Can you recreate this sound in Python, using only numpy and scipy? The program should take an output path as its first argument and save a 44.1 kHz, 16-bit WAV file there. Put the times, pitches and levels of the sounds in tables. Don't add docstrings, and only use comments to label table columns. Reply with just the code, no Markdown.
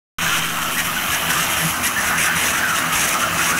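import sys
import numpy as np
from scipy import signal
from scipy.fft import rfft, irfft
from scipy.io import wavfile
from scipy.ndimage import uniform_filter1d

SR = 44100
rng = np.random.default_rng(int(sys.argv[2]) if len(sys.argv) > 2 else 0)


def store_pcm(level_fs):
    pcm = np.round(np.clip(level_fs, -1, 1) * 32767).astype(np.int16)
    wavfile.write(sys.argv[1], SR, np.atleast_2d(pcm).T)


def convert_level_to_amplitude(level_db):
    exponent = np.asarray(level_db, float) / 20
    return 10 ** exponent


N = 158319

# [t/s, level of the hiss/dB, level of its top band/dB, level of the fizz above/dB]
TRICKLE = [(.4, -31.5, -37.5, -36), (1.08, -32, -27.5, -32), (1.5, -28.5, -27, -33), (1.8, -32, -27.5, -36),
           (3.36, -32, -31.5, -40), (3.5, -30.5, -30, -40)]


def evened(x):
    return x / np.sqrt(np.mean(x ** 2) + 1e-20)


def curve(table, axis=1):
    rows = np.array(table)
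    return np.interp(np.arange(N) / SR, rows[:, 0], rows[:, axis])


def colour(x, points):
    f, db = np.transpose(points)
    hz = np.fft.rfftfreq(N, 1 / SR)
    gain_db = np.interp(np.log(hz + 1), np.log(f + 1), db)
    return evened(irfft(rfft(x) * convert_level_to_amplitude(gain_db), N))


def resonate(x, hz, width_hz):
    turn = np.exp(2j * np.pi * np.cumsum(hz * np.ones(len(x))) / SR)
    pole = np.exp(-np.pi * width_hz / SR)
    smooth = signal.lfilter([1 - pole], [1, -pole], x / turn)
    return evened((turn * smooth).real)


def clicks(per_s, spread_db):
    size = convert_level_to_amplitude(spread_db * np.minimum(rng.exponential(1, N), 5)) * rng.standard_normal(N)
    return size * (rng.random(N) < per_s / SR)


def random_field(shape, bins, frames):
    field = uniform_filter1d(rng.standard_normal(shape), size=bins, axis=0)
    return evened(uniform_filter1d(field, size=frames, axis=1))


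def patchy(x, patch_db):
    z = signal.stft(x, nperseg=512, noverlap=384)[2]
    gain = convert_level_to_amplitude(patch_db * random_field(z.shape, bins=5, frames=16))
    return evened(signal.istft(z * gain, nperseg=512, noverlap=384)[1][:N])


def steadied(x, share):
    envelope = np.abs(signal.hilbert(x))
    return evened(x / (envelope + 0.092) ** share)


def exhaust():
    # [multiple of the firing rate, peak level/dB]
    orders = [(7, -62), (8, -50), (9, -61), (10, -46), (14, -40)]
    firing_hz = 11.93
    t = np.arange(N) / SR
    return sum(convert_level_to_amplitude(db) * np.cos(2 * np.pi * (k * firing_hz * t + rng.random())) for k, db in orders)


def drone():
    # [f/Hz, width of the first resonance/Hz, level/dB]
    tones = [(83.6, 16, -46), (165.5, 7.3, -37.5), (246.6, 15, -41.5), (322.3, 19, -46)]
    # [t/s, level/dB]
    main_level = [(0.19, -38), (0.41, -33), (0.44, -47), (1.2, -42), (1.3, -28), (1.35, -51), (1.41, -26),
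                  (1.46, -50), (1.63, -33), (1.65, -20.5), (1.84, -82), (1.87, -46), (2.1, -46),
                  (2.16, -34), (2.31, -41), (2.37, -24), (2.4, -57), (3.0, -33), (3.06, -57), (3.2, -39),
                  (3.59, -42.5)]
    low, main, third, fourth = (resonate(resonate(rng.standard_normal(N), hz, width), hz, 2 * width)
                                for hz, width, db in tones)
    gain = convert_level_to_amplitude(np.array(tones)[:, 2])
    main = steadied(main, 0.66) * evened(convert_level_to_amplitude(curve(main_level)))
    return gain @ np.array([low, main, third, fourth])


def clatter():
    # [t/s, level/dB, centre f/Hz]
    rattle = [(0.19, -21.5, 1220), (0.72, -29, 1450), (0.79, -30, 1780), (0.87, -26, 1300),
              (1.21, -29, 1670), (1.29, -24, 1380), (1.9, -35, 1240), (1.98, -22, 1740), (2.05, -20, 1460),
              (2.45, -21, 1720), (2.92, -22.5, 1440), (3.03, -35, 1550), (3.18, -21, 1280),
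              (3.49, -20.5, 1430), (3.59, -23, 1310)]
    # [f/Hz, width of the first resonance/Hz, level/dB]
    chain = [(2530, 1360, 1), (2804, 25, -6), (3016, 100, -2)]
    # [t/s, level/dB]
    chain_level = [(0.19, -28), (0.3, -23.5), (0.54, -30.5), (1.64, -28), (1.76, -37.5), (2.24, -33),
                   (2.44, -31), (2.88, -38), (2.97, -39), (3.3, -32.5), (3.59, -40)]
    hz = curve(rattle, axis=2)
    low = resonate(resonate(clicks(per_s=2000, spread_db=1.5), hz, width_hz=580), hz, width_hz=1040)
    knocks = clicks(per_s=1200, spread_db=1.2)
    high = sum(convert_level_to_amplitude(db) * resonate(resonate(knocks, f, width), f, 1020) for f, width, db in chain)
    return (convert_level_to_amplitude(curve(rattle) - 4.0) * patchy(low, patch_db=2.5)
            + convert_level_to_amplitude(curve(chain_level)) * patchy(high, patch_db=0.5))


def clangs():
    # [start t/s, level/dB, starting f/Hz, length/s, glide/(Hz per s)]
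    strikes = [(0.261, -23.5, 1570, 0.04, 2), (0.3172, -24.5, 1390, 0.07, -900),
               (0.335, -26, 2890, .03, -500), (0.6125, -28, 1325, 0.094, 0), (0.7684, -24, 1894, 0.044, 0),
               (0.882, -23.5, 1230, 0.028, 300), (0.9607, -21.5, 1510, 0.033, -1500),
               (1.127, -26, 1680, 0.059, 0), (1.2994, -24, 1460, 0.028, 0), (1.352, -25.5, 1193, 0.038, 0),
               (1.477, -26.5, 1210, 0.038, 0), (1.962, -20.5, 1793, 0.055, -500),
               (2.112, -23.5, 1506, 0.067, 300), (2.112, -25, 1740, 0.044, 800),
               (2.262, -21, 1567, 0.074, -500), (2.534, -26.5, 1320, 0.09, 2200),
               (2.623, -20, 1546, 0.064, -800), (2.682, -20.5, 1450, 0.084, -2000),
               (2.833, -28, 1213, 0.024, 0), (2.9033, -23, 1260, 0.06, -500), (3.15, -20, 1290, 0.034, 3),
               (3.215, -20, 1315, 0.045, 1000), (3.3228, -23.5, 1234, 0.039, 0),
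               (3.391, -21, 1420, 0.032, 0), (3.534, -22, 1474, 0.027, 0)]
    rise_s = 0.0024
    out, t = np.zeros(N), np.arange(8000) / SR
    for start, db, hz, length, glide in strikes:
        noise = rng.standard_normal(2 * len(t))
        ring = resonate(resonate(noise, hz, width_hz=57), hz, width_hz=200)[len(t):]
        ring = steadied(ring, 0.78)
        ring = (signal.hilbert(ring) * np.exp(1j * np.pi * glide * t ** 2)).real
        shape = np.minimum(t / rise_s, 1) * np.exp(-(t / length) ** 3)
        part = out[round(start * SR):][:len(t)]
        part += (convert_level_to_amplitude(db) * shape * ring)[:len(part)]
    return out


def gusts(axis):
    # [start t/s, length/s, level of the hiss/dB, level of its top band/dB]
    slides = [(0.206, 0.18, -29, -37), (0.422, 0.044, -33, -39), (0.606, 0.028, -32, -37),
              (0.705, 0.049, -36, -28.5), (0.768, 0.036, -25.5, -27), (0.838, 0.034, -30.5, -30),
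              (1.103, 0.046, -26.5, -33), (1.289, 0.024, -25.5, -23), (1.323, 0.12, -28.5, -29),
              (1.486, 0.05, -30.5, -24), (1.559, 0.15, -30, -23.5), (1.825, 0.053, -24.5, -18.5),
              (1.969, 0.11, -30, -35), (2.064, 0.043, -29, -25.5), (2.17, 0.1, -24, -25),
              (2.35, 0.16, -24.5, -24.5), (2.527, 0.062, -27.5, -32), (2.678, 0.03, -29, -43),
              (2.737, 0.055, -26, -32), (2.917, 0.14, -23, -25.5), (3.065, 0.079, -25.5, -26.5),
              (3.191, 0.039, -27, -31), (3.315, .045, -32.5, -34), (3.37, 0.14, -25, -26),
              (3.562, .04, -27, -26)]
    rise_s, fall_s = 0.012, 0.015
    build_db = 2
    t, power = np.arange(N) / SR, convert_level_to_amplitude(2 * curve(TRICKLE, axis=axis))
    for row in slides:
        since, length = t - row[0], row[1]
        shape = np.clip(since / rise_s, 0, 1) * np.exp(-np.clip(since - length, 0, 1) / fall_s)
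        shape = shape * convert_level_to_amplitude(build_db * np.clip(since / length, 0, 1))
        power = power + (convert_level_to_amplitude(row[axis + 1]) * shape) ** 2
    return np.sqrt(power)


def gravel():
    # [f/Hz, level per Hz/dB]
    hiss_colour = [(1060, -10), (1800, 3), (2240, -1), (2620, 0.5), (3030, -2.5), (3230, -7.5),
                   (3710, -7.5), (4570, -14.5), (5910, -9), (7560, -8), (8060, -11.5), (8750, -10),
                   (10000, -9.5), (11700, -13.5), (15100, -21), (16000, -34)]
    # [f/Hz, width/Hz, level/dB]
    wall_rings = [(5750, 140, -17), (6040, 110, -17), (6450, 120, -17), (8140, 140, -19)]
    grit = evened(clicks(per_s=5000, spread_db=0.5)) + 0.65 * rng.standard_normal(N)
    rings = sum(convert_level_to_amplitude(db) * resonate(grit, f, width) for f, width, db in wall_rings)
    hiss = colour(grit, hiss_colour) + rings
    top = resonate(resonate(grit[::-1], 10950, width_hz=680), 10950, width_hz=3200)
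    fizz = resonate(resonate(np.roll(grit, N // 2), 13000, width_hz=3000), 12500, width_hz=4000)
    top_gain = gusts(axis=2)
    fizz_swell = (top_gain / uniform_filter1d(top_gain, size=20000)) ** 0.6
    return (convert_level_to_amplitude(3.5) * gusts(axis=1) * patchy(hiss, patch_db=1.54)
            + convert_level_to_amplitude(-7.5) * top_gain * patchy(top, patch_db=1.1)
            + convert_level_to_amplitude(curve(TRICKLE, axis=3)) * fizz * fizz_swell)


def ticks():
    # [t/s, level of the burst envelope/dB]
    stones = [(2.995, -19), (3.014, -19), (3.09, -14), (3.1936, -29)]
    decay_s = 0.003
    hits = convert_level_to_amplitude(-34.5) * evened(gusts(axis=1)) * np.abs(clicks(per_s=72, spread_db=1.9))
    for start, db in stones:
        hits[round(start * SR)] += convert_level_to_amplitude(db)
    shape = signal.oaconvolve(hits, np.exp(-np.arange(2000) / SR / decay_s))[:N]
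    return shape * resonate(resonate(rng.standard_normal(N), 5270, 3800), 9400, 5800)


def roar():
    # [f/Hz, level per Hz/dB]
    roar_colour = [(12, -43), (20, -23), (70, -1.5), (116, -7), (168, 2), (319, -3.5), (472, -10), (660, 1),
                   (1030, 0.5), (1290, 5.5), (1810, -6.5), (2080, -6), (2990, -3.5), (3340, -16.5),
                   (4540, -13), (5850, -15), (7950, -14), (8890, -20), (11100, -29), (14700, -14),
                   (16000, -13)]
    # [t/s, level/dB]
    roar_level = [(0.19, -45), (0.23, -23), (0.42, -28), (1.46, -23.5), (1.92, -25), (3.59, -23)]
    return convert_level_to_amplitude(curve(roar_level)) * patchy(colour(rng.standard_normal(N), roar_colour), patch_db=2.0)


def thin_bands(x):
    z = signal.stft(x, nperseg=4096, noverlap=3072)[2]
    gain = evened(convert_level_to_amplitude(2 * random_field(z.shape, bins=2, frames=6)))
    return signal.istft(z * gain, nperseg=4096, noverlap=3072)[1][:N]


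def scene():
    noisy = thin_bands(roar() + clatter() + gravel())
    mono = exhaust() + drone() + clangs() + ticks() + noisy
    return np.array([mono, mono])


def top_cut(x):
    return signal.sosfilt(signal.butter(12, 16280, fs=SR, output="sos"), x)


def record(dry):
    # [height, time constant/s]
    settle = [(0.088, 0.083), (-0.052, 0.41)]
    on_s, on_rise_s = 0.1838, 0.0011
    ceiling = 0.55
    t = np.maximum(np.arange(N) / SR - on_s, 0)
    offset = sum(height * np.exp(-t / tau) for height, tau in settle)
    hz = np.fft.rfftfreq(N, 1 / SR)
    dip_db = -3 * np.exp(-((hz - 4586) / 240) ** 2)
    heard = irfft(rfft(dry) * convert_level_to_amplitude(dip_db), N)
    bent = ceiling * np.tanh(heard / ceiling)
    lowpass = signal.firwin(1023, 15740, window=("kaiser", 9), fs=SR)
    limited = signal.oaconvolve(bent, lowpass[None], "same")
    switched = (limited + offset) * np.minimum(t / on_rise_s, 1)
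    return top_cut(switched)


dry = scene()
out = record(dry)
store_pcm(out)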